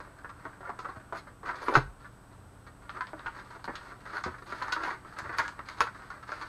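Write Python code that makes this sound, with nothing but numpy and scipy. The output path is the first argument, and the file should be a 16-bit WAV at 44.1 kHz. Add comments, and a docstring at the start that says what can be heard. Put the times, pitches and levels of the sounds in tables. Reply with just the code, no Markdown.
"""A pen taps and scratches on a paper booklet lying on a desk, close by in a quiet room.
The tip catches on paper fibres in uneven bursts; every catch and tap makes paper and desk ring.
A few harder blows ring the desk top, and the hardest thumps the whole desk.
Behind it lie soft room noise, a low hum, a brief drone and the thin whine of microphone electronics."""
import sys
import numpy as np
from scipy import signal
from scipy.fft import rfft, irfft
from scipy.io import wavfile
from scipy.ndimage import uniform_filter1d

SR = 44100
rng = np.random.default_rng(int(sys.argv[2]) if len(sys.argv) > 2 else 0)


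def generate_wav(sig):
    """Save sig (samples, or channels by samples) to the path in sys.argv[1] as 16-bit PCM at SR."""
    pcm = np.round(np.clip(np.atleast_2d(sig).T, -1, 1) * 32767).astype(np.int16)
    wavfile.write(sys.argv[1], SR, pcm)


N = 285768


def gain_of(db):
    """Turns decibels into a number to multiply a sound by."""
    return 10 ** (np.asarray(db) / 20)


def evened(x):
    """Scales a sound to an average strength (rms) of one."""
    return x / np.sqrt(np.mean(x ** 2) + 1e-20)


def burst(sound, level_db):
    """Gives a short sound the energy of a fiftieth of a second at this level."""
    return gain_of(level_db) * np.sqrt(SR / 50) * sound / np.linalg.norm(sound)


def decay(t, t60):
    """A fade that falls by 60 dB every t60 seconds."""
    return np.exp(-np.log(1000) * t / t60)


def value_at(points, hz):
    """Reads between (Hz, value) points on a logarithmic pitch scale."""
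    point_hz, value = np.transpose(points)
    return np.interp(np.log(hz + 1), np.log(point_hz + 1), value)


def octave_around(x, hz, order):
    """Keeps a band one octave wide; a higher order gives steeper edges."""
    edges = [hz / np.sqrt(2), hz * np.sqrt(2)]
    return signal.sosfilt(signal.butter(order, edges, "bandpass", fs=SR, output="sos"), x)


def add(mix, start, sound):
    """Mixes a sound in at a start time in seconds."""
    part = mix[max(round(start * SR), 0):][:len(sound)]
    part += sound[:len(part)]


def crossfades(count, seconds):
    """Fades that hand over to one another in turn, keeping the total power steady."""
    place = (np.arange(N) / SR / seconds - np.arange(count)[:, None]) % count
    distance = np.minimum(place, count - place)
    return np.cos(np.pi / 2 * np.minimum(distance, 1))


# The tone colour of the room noise. Each row: frequency in Hz, relative level in dB.
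NOISE_COLOUR = [(15, -28), (28, -4), (90, -3.5), (140, -6.5), (300, -12.5), (520, -14.5), (800, -15),
                (1450, -15.5), (2000, -28), (2800, -31), (6500, -37.5), (8400, -36.5), (13000, -41.5),
                (15500, -53)]
def room_noise(level_db=-55):
    """A soft, even rush, strongest in the bass."""
    colour = gain_of(value_at(NOISE_COLOUR, np.fft.rfftfreq(N, 1 / SR)))
    noise = irfft(rfft(rng.standard_normal(N)) * colour, N)
    return gain_of(level_db) * evened(noise)


# Steady tones. Each row: pitch in Hz, average level in dB.
HUM_AND_WHINE = [(49, -65.5), (119, -62.5), (192, -70), (283, -68.5), (8000, -77), (8280, -76),
                 (10756, -87.5), (11041, -91)]
def hum_and_whine(waver_db=1):
    """A low hum and the thin whine of electronics; each tone wavers a little in level."""
    t, out = np.arange(N) / SR, np.zeros(N)
    for hz, level_db in HUM_AND_WHINE:
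        waver = np.interp(t, np.linspace(0, t[-1], num=40), rng.standard_normal(size=40))
        tone = np.sqrt(2) * np.sin(2 * np.pi * (hz * t + rng.random()))
        out += gain_of(level_db + waver_db * waver) * tone
    return out


# The course of the drone. Each row: time in seconds, pitch in Hz, level in dB.
DRONE_PATH = [(2.2, 101.7, -75), (2.35, 92.3, -56.5), (2.65, 86.4, -59), (2.9, 77.7, -68)]
def drone():
    """A faint low note swells and fades while its pitch sinks."""
    t = np.arange(N) / SR
    times, hz, level_db = np.transpose(DRONE_PATH)
    tone = np.sqrt(2) * np.sin(2 * np.pi * np.cumsum(np.interp(t, times, hz)) / SR)
    sounding = (t > times[0]) & (t < times[-1])
    return sounding * gain_of(np.interp(t, times, level_db)) * tone


def room_echo(x, t60, treble_t60, delay_s, treble_db=0):
    """Many reflections blur into a tail whose treble has its own strength and fade."""
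    reflections = rng.choice([-1., 1.], SR) * (rng.random(SR) < 4000 / SR)  # about 4000 a second
    hz, t, spectrum = signal.stft(reflections, SR, nperseg=256)
    fade = decay(t, value_at([(1500, t60), (9000, treble_t60)], hz)[:, None])
    colour = gain_of(value_at([(2000, 0), (9000, treble_db)], hz))[:, None]
    tail = signal.istft(spectrum * fade * colour, SR, nperseg=256)[1]
    out = np.zeros(N)
    add(out, delay_s, signal.fftconvolve(x, tail / np.linalg.norm(tail)))
    return out * np.sqrt(np.mean(colour ** 2))


# The hand bumping the desk. Each row: start in seconds, level in dB, pitch in Hz.
HAND_PATS = [(0.965, -49.5, 122), (1.685, -35, 344), (1.775, -55, 70), (1.85, -41.5, 45), (3.676, -38, 293),
             (4.259, -39, 191), (4.267, -40.5, 101), (4.523, -49, 259), (4.882, -53, 310), (5.21, -48, 100),
             (5.245, -49, 94), (5.285, -50, 100), (5.807, -43.5, 480)]
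def hand_pats(t60=0.09, rise_s=0.0095):
    """The soft hand gives a short, dull puff around one pitch."""
    t, out = np.arange(SR // 4) / SR, np.zeros(N)
    for start, level_db, hz in HAND_PATS:
        push = rng.standard_normal(len(t)) * (1 - np.exp(-t / rise_s)) * decay(t, t60)
        add(out, start, burst(octave_around(push, hz, order=2), level_db))
    return out


# The whole desk's low notes. Each row: pitch in Hz, relative level in dB, seconds to fade by 60 dB.
DESK_NOTES = [(34.3, -10.5, 0.49), (78.5, -14, 0.19), (131.7, 6, 0.15), (143.4, -5.5, 0.21),
              (293, -2, 0.052), (436, -2, 0.095), (698, 6, 0.049)]
# Blows that move the whole desk. Each row: start in seconds, level in dB.
DESK_THUMPS = [(1.753, -43), (1.768, -23)]
def desk_thumps(rise_s=0.0073):
    """A heavy blow sets the whole desk swinging at its low notes."""
    t, out = np.arange(SR // 2) / SR, np.zeros(N)
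    thump = sum(gain_of(db) * decay(t, t60) * np.sin(2 * np.pi * hz * t) for hz, db, t60 in DESK_NOTES)
    for start, level_db in DESK_THUMPS:
        add(out, start, gain_of(level_db) * thump * (1 - np.exp(-t / rise_s)))
    return out


# Notes of desk top and booklet. Each row: pitch in Hz, relative level in dB, seconds to fade by 60 dB.
TOP_NOTES = [(474, -10.5, 0.085), (520, -21.5, 0.18), (940, -23, 0.049), (1105, 0, 0.067), (1297, 1, 0.07),
             (1471, 3, 0.036), (1499, -15, 0.18), (1570, -16, 0.22), (1690, -15.5, 0.16), (2090, -15, 0.11),
             (2340, -16, 0.11), (2600, -12, .09), (3800, -35, 0.1), (6460, -29, 0.13)]
# Hard blows through the booklet. Each row: start in seconds, level in dB, favoured pitch in Hz.
DESK_KNOCKS = [(1.6827, -32, 910), (1.7535, -18.5, 1375), (5.8062, -21, 1090)]
def desk_knocks(rise_s=0.00011, favour_db=7, favour_octaves=0.14):
    """A hard blow rings the desk top; the place it lands on favours the notes near one pitch."""
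    t, out = np.arange(SR // 3) / SR, np.zeros(N)
    for start, level_db, favoured_hz in DESK_KNOCKS:
        for hz, note_db, t60 in TOP_NOTES:
            boost_db = favour_db * np.exp(-(np.log2(hz / favoured_hz) / favour_octaves) ** 2)
            note = decay(t, t60) * np.sin(2 * np.pi * (hz * t + rng.random()))
            add(out, start, gain_of(level_db + note_db + boost_db) * note * (1 - np.exp(-t / rise_s)))
    return out


def fibre_catches(samples, per_s, spread_db):
    """Fibres snap free under the tip: random clicks, most small, a few large."""
    size = gain_of(spread_db * np.minimum(rng.exponential(1, samples), 4))
    return size * rng.choice([-1, 1], samples) * (rng.random(samples) < per_s / SR)


def ring(colour, size=2048):
    """The short ring that follows one click, in the given tone colour."""
    log_gain = np.log(gain_of(value_at(colour, abs(np.fft.fftfreq(size, 1 / SR)))))
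    spectrum = np.exp(np.conj(signal.hilbert(log_gain)))  # nothing sounds before the click
    ringing = np.fft.ifft(spectrum).real[:size // 2]
    return ringing / np.linalg.norm(ringing)


# The four voices of paper on a desk. Each row: frequency in Hz, relative level in dB.
DULL_BODY = [(60, 0.5), (170, -32.5), (300, 7.5), (450, 1), (620, 3.5), (800, -5.5), (1100, 1),
             (2500, -88.5)]
PAPERY_MIDDLE = [(300, -65), (650, -18.5), (800, -11), (950, -3), (1080, -1), (1220, -0.5), (1380, 3.5),
                 (1550, -0.5), (1720, -4), (2050, -9.5), (2600, -26.5), (3300, -40.5), (6000, -89)]
CRISP_EDGE = [(1200, -32.5), (2250, 2.5), (3100, -1), (3900, 3), (4450, 5.5), (5700, -7.5), (6700, -5),
              (7600, -22), (10000, -19), (15500, -54)]
FINE_SHEEN = [(4000, -45), (7000, -4), (8700, 4), (9900, 15.5), (10900, 2), (12500, 5), (14500, -16),
              (15700, -33)]
# Echoes off nearby things. 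Each row: typical delay in seconds, relative strength (minus flips the wave).
NEARBY_ECHOES = [(.00335, -0.46), (0.0097, 0.52), (0.018, 0.014)]
def paper_voices(focus=1):
    """Each spot on the page rings and echoes in its own way; a focus under 1 weakens both quirks."""
    hz = np.geomspace(60, 16000, num=130)
    resonances_db = focus * np.interp(hz, [1500, 4000], [1.8, 1]) * rng.standard_normal(len(hz))
    paths = np.zeros(SR // 40)
    paths[0] = 1  # the direct sound
    for delay, strength in NEARBY_ECHOES:
        add(paths, delay * rng.uniform(.8, 1.2), np.array([focus * strength]))
    voices = []
    for colour in (DULL_BODY, PAPERY_MIDDLE, CRISP_EDGE, FINE_SHEEN):
        spot_colour = np.c_[hz, value_at(colour, hz) + resonances_db]
        voice = signal.fftconvolve(ring(spot_colour), paths)
        voices.append(voice / np.linalg.norm(voice))
    return voices


# Papery rasps. 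Each row: start in seconds, level in dB, sheen in dB relative to the crisp edge.
PAPER_RASPS = [(0.789, -52.5, -28), (1.757, -51, -9), (2.895, -57.5, -25), (3.646, -58, -11),
               (3.757, -55, -22), (4.24, -51, -17), (4.728, -44, -14), (5.388, -48, -10),
               (5.808, -41.5, -11.5)]
def paper_rasps(t60=0.12, rise_s=0.00156):
    """After a hard strike the sheet crackles as it settles."""
    t, out = np.arange(SR // 6) / SR, np.zeros(N)
    settle = (1 - np.exp(-t / rise_s)) * decay(t, t60)
    for start, level_db, sheen_db in PAPER_RASPS:
        crackle = fibre_catches(len(t), per_s=3000, spread_db=2.5) * settle
        _, _, crisp, sheen = paper_voices(focus=0.26)
        rasp = signal.fftconvolve(crackle, crisp + gain_of(sheen_db) * sheen)
        add(out, start, burst(rasp, level_db))
    return out


# Hollow scuffs. Each row: start in seconds, length in seconds, level in dB, pitch in Hz.
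TIP_DRAGS = [(0.246, 0.005, -43.5, 1070), (0.691, 0.014, -37, 1130), (0.846, 0.014, -34.5, 1310),
             (1.124, 0.0088, -36.5, 1080), (1.478, 0.035, -35, 1300), (3.131, 0.0028, -42.5, 900),
             (3.264, 0.018, -37, 1435), (4.615, 0.017, -34, 1040), (4.872, 0.012, -34, 970),
             (5.387, 0.021, -30.5, 1006), (5.388, 0.014, -32.5, 1960), (5.59, 0.0027, -37, 1330)]
def tip_drags(width_hz=90, rise_s=0.0021, release_s=0.0044):
    """The dragging tip makes the sheet ring at one pitch, which gives a hollow note."""
    t, out = np.arange(SR // 6) / SR, np.zeros(N)
    for start, length, level_db, hz in TIP_DRAGS:
        drag = np.minimum(t / rise_s, 1) * np.exp(-np.maximum(t - length, 0) / release_s)
        push = fibre_catches(len(t), per_s=3000, spread_db=2.0) * drag
        ringing = np.exp(-np.pi * width_hz * t) * np.sin(2 * np.pi * hz * t)
        add(out, start, burst(signal.fftconvolve(push, ringing), level_db))
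    return out


# Dry snaps as the pen lands. Each row: start in seconds, level in dB, pitch in Hz.
TIP_SNAPS = [(.79, -58.5, 5140), (1.686, -49, 2680), (1.7543, -39.5, 2750), (2.894, -50, 2680),
             (3.01, -51.5, 3400), (3.07, -54.5, 3250), (3.194, -55.5, 2940), (3.266, -47, 2280),
             (3.645, -59, 2470), (3.757, -48, 3400), (4.237, -53, 5330), (4.725, -42, 4180),
             (5.188, -52.5, 5450), (5.3855, -43, 5340), (5.48, -53.5, 6000), (5.687, -70, 4100)]
def tip_snaps(t60=0.0018, shudder=0.11, shudder_t60=0.18):
    """The hard point gives a sharp click around one pitch, and the sheet shudders after it."""
    t, out = np.arange(SR // 12) / SR, np.zeros(N)
    fade = decay(t, t60) + shudder * decay(t, shudder_t60)
    for start, level_db, hz in TIP_SNAPS:
        click = octave_around(rng.standard_normal(len(t)) * fade, hz, order=3)
        add(out, start, burst(click, level_db))
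    return out


def stroke_pressure(start, length, lift_s, press_s=0.01, ease_db=-1.5):
    """In one stroke the pen presses in, eases off and lifts."""
    t, pressure = np.arange(round((length + 6 * lift_s) * SR)) / SR, np.zeros(N)
    press = np.minimum(t / press_s, 1)
    lift = np.exp(-np.maximum(t - length, 0) / lift_s)
    add(pressure, start, press * gain_of(ease_db * t / length) * lift)
    return pressure


# Pen strokes. Each row: start in seconds, length in seconds, level in dB, relative crispness in dB.
PEN_STROKES = [(0.0, 0.073, -55.5, -16), (0.384, 0.17, -55, -20), (0.614, 0.17, -52, -25),
               (0.812, 0.12, -51, -20), (1.14, 0.024, -40, -18), (1.449, 0.064, -35.5, -19.5),
               (1.527, 0.02, -43.5, -19), (1.553, 0.038, -42.5, -15.5), (1.595, 0.042, -43, -15),
               (1.654, 0.028, -39.5, -15.5), (1.67, 0.077, -39, -18), (1.992, 0.08, -57, -12),
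               (2.307, 0.027, -59.5, -12), (2.811, 0.074, -56.5, -17), (2.932, 0.041, -43, -19),
               (3.17, 0.25, -54, -20), (3.343, 0.058, -46.5, -14.5), (3.41, 0.074, -60, -8),
               (3.496, 0.031, -49, -14), (3.695, 0.12, -50, -18), (3.818, 0.091, -49, -12.5),
               (4.048, 0.059, -47, -14), (4.117, 0.084, -43, -13.5), (4.275, 0.073, -49, -18),
               (4.457, 0.15, -44.5, -11.5), (4.624, 0.314, -41, -19.5), (4.815, 0.094, -38, -14.5),
               (5.058, 0.18, -52.5, -14.5), (5.162, 0.041, -40, -18), (5.233, 0.18, -47, -16),
               (5.359, 0.11, -43.5, -12.5), (5.536, 0.094, -57, -21), (5.651, 0.1, -51, -8),
               (5.766, 0.076, -44.5, -13), (5.94, 0.19, -53, -13.5), (6.105, 0.066, -49.5, -18),
               (6.271, 0.11, -47, -11), (6.346, 0.2, -46.5, -12)]
# Long spells when the hand brushes the page between strokes. Each row reads like a pen stroke.
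WRITING_SPELLS = [(0, 1.303, -61, -19), (2.887, 3.6, -61, -11)]
# Fine, high hisses of the paper. Each row: start in seconds, length in seconds, level in dB.
PAPER_HISSES = [(1.155, 0.033, -67), (1.62, 0.17, -66), (3.643, .012, -68), (4.14, .05, -71),
                (4.421, 0.28, -74), (4.828, 0.073, -74), (5.182, 0.0046, -49.5), (5.374, 0.011, -49),
                (5.801, 0.0091, -47)]
def pen_scratching(body_db=-11, sheen_db=-17):
    """The tip plucks fine fibres and coarser grit as it slides; the hand's pressure trembles."""
    level, crisp, hiss = np.zeros((3, N))
    for start, length, level_db, crisp_db in PEN_STROKES + WRITING_SPELLS:
        stroke = gain_of(level_db) * stroke_pressure(start, length, lift_s=0.021)
        level = np.hypot(level, stroke)  # overlapping strokes add their power
        crisp = np.hypot(crisp, stroke * gain_of(crisp_db))
    for start, length, level_db in PAPER_HISSES:
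        hiss += gain_of(level_db) * stroke_pressure(start, length, lift_s=0.0058)
    sheen = np.hypot(crisp * gain_of(sheen_db), hiss)
    tremble = evened(uniform_filter1d(rng.standard_normal(N), size=400))
    fine = evened(fibre_catches(N, per_s=3500, spread_db=1.5))
    grit = evened(fibre_catches(N, per_s=400, spread_db=1.6))
    gritty = evened((fine + grit) * gain_of(1.9 * tremble))
    smooth = evened(fine * gain_of(1.1 * tremble))
    pushes = [smooth * level * gain_of(body_db), gritty * level, smooth * crisp, smooth * sheen]
    out = np.zeros(N)
    for share in crossfades(count=5, seconds=.07):  # the tip moves from spot to spot
        for push, voice in zip(pushes, paper_voices(focus=0.56)):
            out += signal.oaconvolve(push * share, voice)[:N]
    return out


def faint_ticks(per_s=2.1, length_s=.005, level_db=-53, body_db=-7, crisp_db=-16):
    """The tip touches the page lightly at random moments during the writing spells."""
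    count = round(per_s * N / SR)
    times = (np.arange(count) + rng.random(count)) * N / SR / count
    return pen_taps([(time, length_s, level_db, body_db, crisp_db) for time in times
                     if any(0 < time - start < length for start, length, *_ in WRITING_SPELLS)])


# Clear strikes and scuffs of the tip. Each row: start in seconds, contact time in seconds,
# level of the papery middle in dB, then body and crispness in dB relative to that level.
PEN_TAPS = [(0.002, 0.0072, -44.5, -1.5, -17), (0.071, 0.0055, -56.5, 3, -31),
            (0.245, 0.0036, -39.5, -12, -40), (0.292, 0.012, -42.5, -37, -19.5),
            (0.452, 0.00099, -38.5, -3.5, -26), (0.606, .003, -54.5, 7, -32), (0.63, 0.0068, -52.5, 5, -32),
            (0.654, 0.0079, -46, -16, -23), (0.671, 0.012, -42, -7.5, -29), (0.692, 0.013, -40.5, 1, -23),
            (0.789, 0.0068, -40, -5, -22), (0.847, 0.021, -45.5, -1, -29), (0.887, 0.023, -42.5, -0.5, -19),
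            (0.959, 0.016, -49.5, 0, -16), (1.124, 0.009, -39, 4.5, -25), (1.17, 0.033, -49.5, -13, -1),
            (1.27, 0.02, -47.5, -8, -22), (1.431, 0.013, -48, 3, -21), (1.4905, 0.0034, -34, -26, -28),
            (1.556, .006, -53, -12, -2), (1.618, 0.028, -50, 9, -1), (1.6828, 0.002, -28, -2, -24),
            (1.725, 0.00356, -42, 9.5, -32), (1.739, 0.023, -31, -0.5, -8),
            (1.7525, 0.0029, -21.5, -3, -21), (1.7566, 0.0019, -24, -4, -15.5),
            (1.765, 0.002, -37.5, 3.5, -4), (1.774, 0.0033, -43, -14, -1), (2.045, 0.014, -46, -21, -32),
            (2.666, 0.022, -49.5, -8, -12), (2.8935, 0.0047, -39.5, -21, -25),
            (2.969, 0.0035, -40, -7, -34), (3.0075, 0.0014, -29.5, -22, -25.5),
            (3.07, 0.0091, -49.5, -15, -15), (3.132, 0.0018, -46, 6, -38), (3.194, 0.0048, -45, -12, -25),
            (3.26, 0.027, -32.5, -13, -22.5), (3.55, 0.02, -45.5, -3, -18),
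            (3.6425, 0.0016, -41, -12, -8.5), (3.677, 0.026, -37.5, 1.5, -28),
            (3.754, 0.0046, -39, -28, -8.5), (3.919, 0.0023, -46, -8.5, -24),
            (4.005, 0.0064, -55, -13, -9.5), (4.062, 0.0033, -46, -6, -16), (4.133, 0.0066, -41.5, -8, -30),
            (4.15, 0.014, -40, -5, -17), (4.1685, 0.0034, -32.5, -19, -18), (4.239, 0.0032, -33, -38, -12),
            (4.258, 0.027, -35.5, -0.5, -19), (4.341, 0.014, -44, -23, -32), (4.383, 0.0046, -49, -19, -16),
            (4.421, 0.0079, -47.5, -4, -16), (4.501, 0.0043, -53, -21, -6), (4.522, 0.0044, -35, -9, -21),
            (4.615, 0.009, -36.5, -12, -29), (4.6229, 0.0018, -38, -11, -7),
            (4.681, 0.0032, -37, -27, -16.5), (4.7225, 0.0081, -28.5, -20, -6),
            (4.763, 0.008, -32.5, -13, -30), (4.803, 0.006, -41.5, -5.5, -29), (4.835, 0.0053, -38, -5, -8),
            (4.874, 0.01, -35, -21, -18), (4.906, 0.0033, -35, -22, -29), (5.047, 0.0035, -45.5, -6, -29),
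            (5.187, 0.002, -38.5, -27, -10.5), (5.251, 0.013, -39.5, -10, -28),
            (5.2935, 0.0019, -36.5, -10.5, -26), (5.327, 0.029, -36, -14, -21),
            (5.384, 0.0034, -26.5, -24, -10.5), (5.392, 0.019, -25.5, -42, -34),
            (5.45, 0.014, -38.5, -33, -25), (5.4798, 0.002, -37, -32, -12),
            (5.591, 0.0026, -37.5, -13.5, -34), (5.6863, 0.0053, -41, -30, -5.5),
            (5.779, 0.0029, -57, -16, -12), (5.8055, 0.0029, -23.5, -12.5, -11),
            (5.8695, 0.0099, -35.5, -17, -22), (5.947, .003, -49, -12, -17), (6.021, 0.0021, -49, -19, -18),
            (6.103, 0.0017, -40, -24, -18.5), (6.226, 0.013, -44, -23, -17), (6.291, 0.004, -40.5, -9, -24),
            (6.318, 0.004, -33.5, -11, -18), (6.413, 0.022, -38.5, -11, -10)]
def pen_taps(rows, sheen_db=-20, shortest_s=.002):
    """The tip lands with a tiny crunch and skids over the fibres; the sheet shudders a little longer."""
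    t, out = np.arange(SR // 12) / SR, np.zeros(N)
    shudder = .34 * np.exp(-t / .012)
    for start, length, level_db, body_db, crisp_db in rows:
        length = max(length, shortest_s)
        contact = (t < length) * (1 - .5 * t / length)
        push = fibre_catches(len(t), per_s=12000, spread_db=2.5) * np.maximum(contact, shudder)
        push[0] = .15 * np.linalg.norm(push)  # the click of first touch
        for voice, voice_db in zip(paper_voices(), [body_db, 0, crisp_db, crisp_db + sheen_db]):
            add(out, start, burst(signal.fftconvolve(push, voice), level_db + voice_db))
    return out


def scene(direct_db=-2.5, near_db=-8.5, far_db=-21):
    """Mixes the pen and its short and long room echoes with the low bumps and the background."""
    pen = pen_taps(PEN_TAPS) + tip_snaps() + tip_drags() + paper_rasps() + desk_knocks()
    pen += pen_scratching() + faint_ticks()
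    # the near reflections change as the hand moves
    near = sum(room_echo(pen * share, t60=0.15, treble_t60=0.22, delay_s=0.001983, treble_db=-11)
               for share in crossfades(count=5, seconds=.11))
    far = room_echo(pen, t60=0.34, treble_t60=0.32, delay_s=0.014)
    pen_in_room = gain_of(direct_db) * pen + gain_of(near_db) * near + gain_of(far_db) * far
    return (pen_in_room + desk_thumps() + hand_pats() + room_noise() + hum_and_whine() + drone())[None]


def record(dry, cutoff_hz=15700):
    """Cuts away the very highest treble."""
    lowpass = signal.firwin(511, cutoff_hz, window=("kaiser", 9), fs=SR)
    return signal.oaconvolve(dry, lowpass[None], "same")


dry = scene()
out = record(dry)
generate_wav(out)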